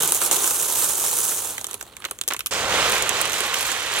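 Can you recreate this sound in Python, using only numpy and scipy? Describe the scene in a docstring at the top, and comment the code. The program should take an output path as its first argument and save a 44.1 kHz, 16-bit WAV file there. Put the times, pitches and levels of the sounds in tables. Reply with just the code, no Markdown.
"""At a wide metal tray, dry macaroni pours onto a heap, thins to a trickle and ends in single clacks.
Then, abruptly, a hand wearing glass bangles ploughs through the heap with a duller crunch.
The pasta's sound is made of tiny contacts: a bright crack of the shell and a knock in the heap,
each a short burst of noise. A few notes ring on, over a faint rumble and hum."""
import sys
import numpy as np
from scipy import signal
from scipy.io import wavfile
from scipy.ndimage import uniform_filter1d

SR = 44100
rng = np.random.default_rng(int(sys.argv[2]) if len(sys.argv) > 2 else 0)


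def persist_wave(psi):
    """Save psi, clipped to +-1, as 16-bit WAV."""
    counts = np.round(np.clip(psi, -1, 1) * 32767).astype(np.int16)
    wavfile.write(sys.argv[1], SR, np.atleast_2d(counts).T)


N = 176400
TIME = np.arange(N) / SR
HAND_START_S = 2.509
THUD_HZ, CROSSOVER_HZ = 1000, 4400   # top of the thud; knock below the crossover, crack above
CLACK_S = 0.0038   # turns a lone piece's power into energy
LONE_FADE_S, LONE_ROOM_DB = 0.0077, -17.5   # a fade time is how long a sound takes to drop 60 dB
EDGES = np.r_[20, 45, np.geomspace(80, 1000, 10)[:-1], np.geomspace(1000, 17000, 20)]   # of bands, Hz
CENTRES, WIDTHS = np.sqrt(EDGES[1:] * EDGES[:-1]), np.diff(EDGES)

# tone of clacks and snaps: (frequency [Hz], relative strength per Hz [dB])
CLACK_COLOUR = [(60,-24),(250,-18.5),(400,-2.5),(600,-13),(1200,-4.5),(2100,-8.5),(3200,-2.5),(4900,-10),(6700,2),(10500,0.5),(13000,-1),(15500,-12)]
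# how sound from the pour and from inside the heap reaches the two ears:
# (frequency [Hz], left-right likeness [0-1], left minus right [dB], left's lag [rad])
POUR_STEREO = [(100,0.99,4,0.59),(400,1,-0.5,0.29),(860,0.97,-0.5,0.32),(1730,0.72,-5,0.78),(3200,0.56,-4,0.16),(6000,0.53,-2,.3),(9800,0.46,-2,0.83),(14000,.35,-10.5,0.64)]
HEAP_STEREO = [(100,0.91,3.5,0.54),(400,0.99,-1.5,.4),(850,0.96,-1.5,0.48),(1700,0.85,-4,0.97),(3200,0.39,-6,0.97),(6200,0.13,-5.5,0.68),(10100,0.056,-1.5,0.62),(14000,.05,-5,0.7)]


def amp(db):
    """Decibels to gain."""
    return 10 ** (np.asarray(db) / 20)


def per_band(table):
    """The columns of a table, read at the band centres."""
    hz, *columns = np.transpose(table)
    return [np.interp(np.log(CENTRES), np.log(hz), c) for c in columns]


def chance(spread_db, shape):
    """Random energy factors that average 1."""
    energy = amp(spread_db * np.minimum(rng.standard_normal(shape), 2.6)) ** 2
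    return energy / energy.mean()


def die_away(energy, fade_s):
    """Spreads each burst of energy into a fading tail."""
    r = np.exp(-2 * np.log(1000) / (fade_s * SR))
    return signal.lfilter([1 - r], [1, -r], energy + 1e-20)


def ring(clicks, hz, fade_s):
    """Each click starts a pure, fading note of its own height."""
    r, w = np.exp(-np.log(1000) / (fade_s * SR)), 2 * np.pi * hz / SR
    return signal.lfilter([0, np.sin(w)], [1, -2 * r * np.cos(w), r * r], clicks + 1e-18)


def excite(powers, stereo):
    """Fills each frequency band with stereo noise of the given power."""
    out, white = np.zeros((2, N)), signal.hilbert(rng.standard_normal((3, 2, N)))
    sides = np.array([[1], [-1]])
    for k, (power, alike, lean_db, lag) in enumerate(zip(powers, *per_band(stereo))):
        mid, side = white[k % len(white)]
        alike, lean = np.clip(alike, -1, 1), amp(sides * lean_db / 2)
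        common = mid.real * np.cos(lag / 2) + sides * np.sin(lag / 2) * mid.imag
        noise = np.sqrt(1 + alike) * common + np.sqrt(1 - alike) * sides * side.real
        drive = noise * np.sqrt(power * SR / WIDTHS[k] / 2) * (lean / np.linalg.norm(lean))
        out += signal.sosfilt(signal.butter(2, EDGES[k:k + 2], "band", fs=SR, output="sos"), drive)
    return out


def smooth_noise(colour, stereo):
    """Steady stereo noise with the given tone."""
    tone = amp(per_band(colour)[0]) ** 2 * WIDTHS
    return excite(tone / tone.sum(), stereo)


def share(colour, low_hz, high_hz, pitch_hz=None, peak_db=5.5, octaves=0.2):
    """Shares energy among the bands in a range, favouring each piece's pitch if given."""
    tone = amp(per_band(colour)[0]) ** 2 * WIDTHS * (CENTRES > low_hz) * (CENTRES <= high_hz)
    tone = tone[:, None]
    if pitch_hz is not None:
        distance = np.log2(CENTRES[:, None] / pitch_hz) / octaves
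        tone = tone * (1 + amp(peak_db) ** 2 * np.exp(-distance ** 2))
    return tone / tone.sum(axis=0)


def crack_and_knock(crack, knock, colour):
    """Energy per band and contact: the crack up high, the knock below it."""
    return crack * share(colour, CROSSOVER_HZ, SR) + knock * share(colour, 0, CROSSOVER_HZ)


def contacts(times, energies, pan_db, stereo, scatter_db, fade_s, room_db, shape_db=0):
    """Each contact rings briefly, scatters through the heap and echoes in the surroundings."""
    at = (times * SR).astype(int)
    place = amp([pan_db, -pan_db])
    place = place / place.mean(axis=0)
    shape = chance(shape_db, (len(times), len(CENTRES))).T   # varies the tone from piece to piece
    scatter, room = amp(scatter_db) ** 2, amp(room_db) ** 2
    powers = []
    for energy in energies * shape * SR / (1 + scatter + room):
        hits = np.array([np.bincount(at, energy * side, N)[:N] for side in place])
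        neighbours = scatter * die_away(hits, fade_s=0.042)
        echo = room * die_away(hits.mean(axis=0), fade_s=0.29)
        powers.append(die_away(hits, fade_s) + neighbours + echo)
    return excite(powers, stereo)


def stream(levels, per_s, colour, stereo, gain_db, spread_db):
    """Random contacts of uneven size that together follow a level curve."""
    at = np.flatnonzero(rng.random(N) < per_s / SR)
    times, *curves = np.transpose(levels)
    size = chance(spread_db, len(at)) / per_s[at]
    crack, knock = [size * amp((np.interp(TIME, times, db) + gain_db)[at]) ** 2 for db in curves]
    energies = crack_and_knock(crack, knock, colour)
    pan_db = 4 * rng.standard_normal(len(at))
    return contacts(TIME[at], energies, pan_db, stereo, scatter_db=-3, fade_s=0.0073, room_db=-4,
                    shape_db=4)


def bunching(depth_db=0.02, bunch_s=0.013):
    """Pieces arrive in bunches: a very slight, quick waver in level, in dB."""
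    size = int(bunch_s * SR)
    wander = uniform_filter1d(uniform_filter1d(rng.standard_normal(N), size), size)
    energy = amp(depth_db * wander / wander.std()) ** 2
    return 10 * np.log10(energy / energy.mean())


def background(hum_hz=110.4):
    """Faint rumble and hiss with a low hum."""
    # tone of the noise: (frequency [Hz], relative strength per Hz [dB])
    colour = [(25,-24),(42,-8),(70,7.5),(110,-3.5),(170,-5),(430,-6),(800,-14),(2000,-14),(5000,-30),(10000,-33),(16000,-45)]
    return amp(-54) * smooth_noise(colour, POUR_STEREO) + amp(-62.5) * np.sin(2 * np.pi * hum_hz * TIME)


def pings():
    """A few contacts ring on with one note, low from the tray or thin and high."""
    # ringing notes: (time [s], pitch [Hz], peak [dB], fade time [s])
    notes = [(0.003,158.5,-39.5,0.39),(1.993,10400,-45,.08),(2.11,10100,-24,0.024),(3.987,10550,-19.5,.05)]
    return sum(ring(amp(db) * (np.arange(N) == int(s * SR)), hz, fade) for s, hz, db, fade in notes)


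def bangles(per_s=70):
    """The glass bangles touch lightly and ring while the arm moves."""
    # notes of the glass: (pitch [Hz], relative level [dB], fade time [s])
    notes = [(7500,6,0.054),(8414,-2,.06),(11256,-6,.05)]
    touches = (rng.random(N) < per_s / SR) * (TIME > HAND_START_S)
    return sum(ring(touches * rng.standard_normal((2, N)) * amp(db - 47), hz, fade)
               for hz, db, fade in notes)


def knocks(crack_db=-9.5):
    """Pieces settle inside the heap with dull knocks and only a weak crack."""
    # buried knocks: (time [s], level [dB])
    hits = [(1.3175,-29.5),(2.0213,-34.5),(2.032,-43),(2.0415,-27.5),(2.0546,-24),(2.0846,-40),(2.3038,-22.5),(2.3089,-20.5),(2.3208,-21.5),(2.3235,-27),(2.344,-26)]
    # their tone: (frequency [Hz], relative strength per Hz [dB])
    colour = [(100,-35),(400,-6),(750,-10),(1200,-1),(1900,-3.5),(3000,-5),(4500,-13),(7000,-9),(15000,-21)]
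    times, db = np.transpose(hits)
    knock = CLACK_S * amp(db) ** 2
    energies = crack_and_knock(knock * amp(crack_db) ** 2, knock, colour)
    return contacts(times, energies, np.zeros(len(times)), HEAP_STEREO,
                    scatter_db=-1.5, fade_s=LONE_FADE_S, room_db=LONE_ROOM_DB)


def clacks(gain_db=1.5):
    """Single pieces land, bounce or snap: a crack, the hollow shell's ring and a thud in the heap."""
    # pieces that stand out, before the gain: (time [s], crack [dB], crack pitch [Hz],
    # shell [dB], shell pitch [Hz], thud [dB], left minus right [dB])
    pieces = [(0.024, -24.5, 5920, -31, 3540, -45, -4), (0.0753, -18, 9010, -36, 1260, -35, -5),
              (0.121, -13, 10220, -24.5, 1410, -27.5, -2.5), (0.147, -16.5, 11000, -37, 1410, -35, -4),
              (0.2159, -18, 9390, -27, 1450, -31, -5), (0.3124, -15.5, 6460, -28, 4090, -30, -3),
              (0.327, -23.0, 8280, -35, 3200, -33, -3), (0.365, -17, 9590, -27, 3560, -38, -3),
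              (0.4435, -21, 8110, -28, 1260, -43, -5), (1.5803, -28, 7060, -28, 1920, -36.5, -4),
              (1.6118, -28.5, 7000, -40, 4200, -39, -7), (1.6431, -23.5, 7340, -26.5, 3370, -39.5, -3),
              (1.6677, -26.5, 7260, -44, 1490, -39, -11), (1.7113, -29.5, 7250, -36, 1130, -41, -4),
              (1.731, -31, 8450, -36, 3200, -49.5, -12), (1.742, -24, 10300, -33.5, 1100, -32.5, -5.5),
              (1.8104, -28, 6000, -34, 1440, -39, -7), (1.826, -32, 7150, -41, 1100, -37.5, -2),
              (1.9666, -33.5, 7500, -35.5, 2040, -50, -6), (2.0506, -27.5, 6710, -26, 4170, -42, -2),
              (2.1109, -24.5, 9300, -29, 1220, -34.5, -3), (2.1877, -37, 7300, -40, 2120, -54.5, -2),
              (2.2127, -22.5, 7750, -24, 3470, -40, -6), (2.2362, -39, 5920, -39, 3370, -59, -6),
              (2.2778, -18, 4840, -25.5, 3400, -36.5, -2), (2.2855, -19, 6040, -30, 4200, -36, 1),
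              (2.3352, -22.5, 5000, -28, 2790, -44, -2), (2.3648, -29, 7610, -30.5, 2430, -46, -4),
              (2.392, -25.5, 12340, -27, 2800, -45, -5), (2.406, -29, 5210, -27.5, 2770, -53, -6),
              (2.4605, -20.5, 4930, -24.5, 2740, -53, -6), (2.4685, -22.5, 12090, -30, 3030, -53.5, -4),
              (3.023, -18.5, 6800, -23, 2540, -32.5, -4), (3.0922, -17.5, 6870, -24, 2060, -46, -13),
              (3.214, -15, 8400, -23, 3500, -32, -8), (3.2544, -22.5, 7770, -23, 3560, -38.0, -13),
              (3.332, -23.0, 6660, -30, 2010, -47, -16), (3.542, -23, 5210, -26.0, 2710, -44, -15)]
    # how they reach the ears: (frequency [Hz], likeness [0-1], left minus right [dB], left's lag [rad])
    stereo = [(100,.94,4,.55),(400,0.99,3.5,.4),(850,1,4,.5),(1700,0.22,-4,1.13),(3080,0.063,2,1.5),(6060,0.31,-1,0.86),(10400,0.48,2.5,0.98),(14000,0.22,1,0.4)]
    times, crack_db, crack_hz, shell_db, shell_hz, thud_db, pan_db = np.transpose(pieces)
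    crack = amp(crack_db) ** 2 * share(CLACK_COLOUR, CROSSOVER_HZ, SR, crack_hz)
    shell = amp(shell_db) ** 2 * share(CLACK_COLOUR, THUD_HZ, CROSSOVER_HZ, shell_hz)
    thud = amp(thud_db) ** 2 * share(CLACK_COLOUR, 0, THUD_HZ)
    energies = CLACK_S * amp(gain_db) ** 2 * (crack + shell + thud)
    return contacts(times, energies, pan_db, stereo,
                    scatter_db=-5, fade_s=LONE_FADE_S, room_db=LONE_ROOM_DB)


def hand():
    """Fingers push through: buried pieces grind and snap past each other, and the heap shifts."""
    # rumble of the heap under the palm: (time [s], level [dB])
    rumble_levels = [(2.51,-33),(2.62,-29),(2.8,-26.5),(3.0,-31.5),(3.4,-38),(3.7,-65)]
    # snapping edges and grinding pieces: (time [s], relative crack level [dB], relative knock level [dB])
    snap_levels = [(2.51,-50,-52),(2.7,-45,-52),(2.93,-33,-41),(3.05,-38,-50),(3.4,-35.5,-35.5),(3.68,-31.5,-38.5),(3.78,-37,-49),(4.0,-36,-48)]
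    grind_levels = [(2.51,-27.5,-27),(2.57,-28.5,-26.5),(2.65,-31.5,-26),(2.74,-27,-21),(2.94,-26.5,-21.5),(3.04,-33,-26.5),(3.18,-29.5,-24),(3.28,-33.5,-27),(3.42,-30.5,-26),(3.5,-35.5,-26),(3.57,-27.5,-26),(3.63,-34,-27.5),(3.68,-31,-25.5),(3.76,-33,-27.5),(3.89,-34,-27),(3.99,-29.5,-23.5)]
    # tones of the rumble and the grinding: (frequency [Hz], relative strength per Hz [dB])
    rumble_colour = [(30,-17),(60,-5.5),(110,-4.5),(200,-9),(330,-6),(500,3.5),(800,-3),(1500,0),(3000,-40)]
    grind_colour = [(40,-21),(100,-11),(250,-18),(480,-4.5),(700,-7.5),(1000,-2),(1400,-2.5),(2200,-2.5),(3300,-2),(5000,-9),(7000,-6),(9000,-12.5),(11600,-20),(15500,-24.5)]
    pushing = TIME >= HAND_START_S
    snaps_per_s, grinds_per_s = 230 * pushing, 2600 * pushing
    swell = pushing * amp(np.interp(TIME, *np.transpose(rumble_levels)))
    rumble = swell * smooth_noise(rumble_colour, HEAP_STEREO)
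    snaps = stream(snap_levels, snaps_per_s, CLACK_COLOUR, HEAP_STEREO, gain_db=1.5, spread_db=6.5)
    grind = stream(grind_levels, grinds_per_s, grind_colour, HEAP_STEREO, gain_db=0, spread_db=-0.5)
    return rumble + snaps + grind


def pour():
    """Falling macaroni hits the heap: the stream thickens, runs out and leaves a trickle."""
    # loudness of the stream: (time [s], relative crack level [dB], relative knock level [dB])
    levels = [(0,-19.5,-25.5),(.1,-26,-34),(.16,-22,-33.5),(.198,-31,-36),(.215,-22,-28),(.26,-21,-33.5),(.303,-38,-31.5),(.314,-19.5,-28),(.4,-24.5,-31.5),(.485,-19.5,-30.5),(.54,-23.5,-34),(.7,-23.5,-33.5),(.81,-21,-31.5),(.96,-24.5,-35.5),(1.06,-22.5,-33.5),(1.25,-23,-35),(1.4,-26.5,-37),(1.495,-28.5,-37.5),(1.52,-34,-40.5),(1.63,-44.5,-47.5),(1.7,-43,-44.5),(1.79,-46,-48.5),(1.9,-57.5,-53),(2.02,-55,-51),(2.2,-56,-63),(2.5,-62,-72)]
    # its thickness: (time [s], contacts [per second])
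    flow = [(0,1400),(.55,1860),(1.5,1680),(1.65,350),(2.5,330)]
    # its tone: (frequency [Hz], relative strength per Hz [dB])
    colour = [(60,-22),(150,-14),(250,-19.5),(410,-2),(620,-11),(850,-5.5),(1400,-6.5),(1900,-15),(3300,-8),(5000,-11),(6500,0),(9000,2),(11500,-0.5),(15000,-6.5)]
    per_s = np.interp(TIME, *np.transpose(flow)) * (TIME < HAND_START_S)
    return stream(levels, per_s, colour, POUR_STEREO, gain_db=1 + bunching(), spread_db=4)


def scene():
    """All the sounds together, heard from close by."""
    return pour() + clacks() + knocks() + hand() + bangles() + pings() + background()


def record(dry):
    """Clips peaks at full scale and cuts the highest treble."""
    low_pass = signal.ellip(10, .2, 80, 15800, fs=SR, output="sos")
    return signal.sosfilt(low_pass, np.clip(dry, -1, 1))


dry = scene()
out = record(dry)
persist_wave(out)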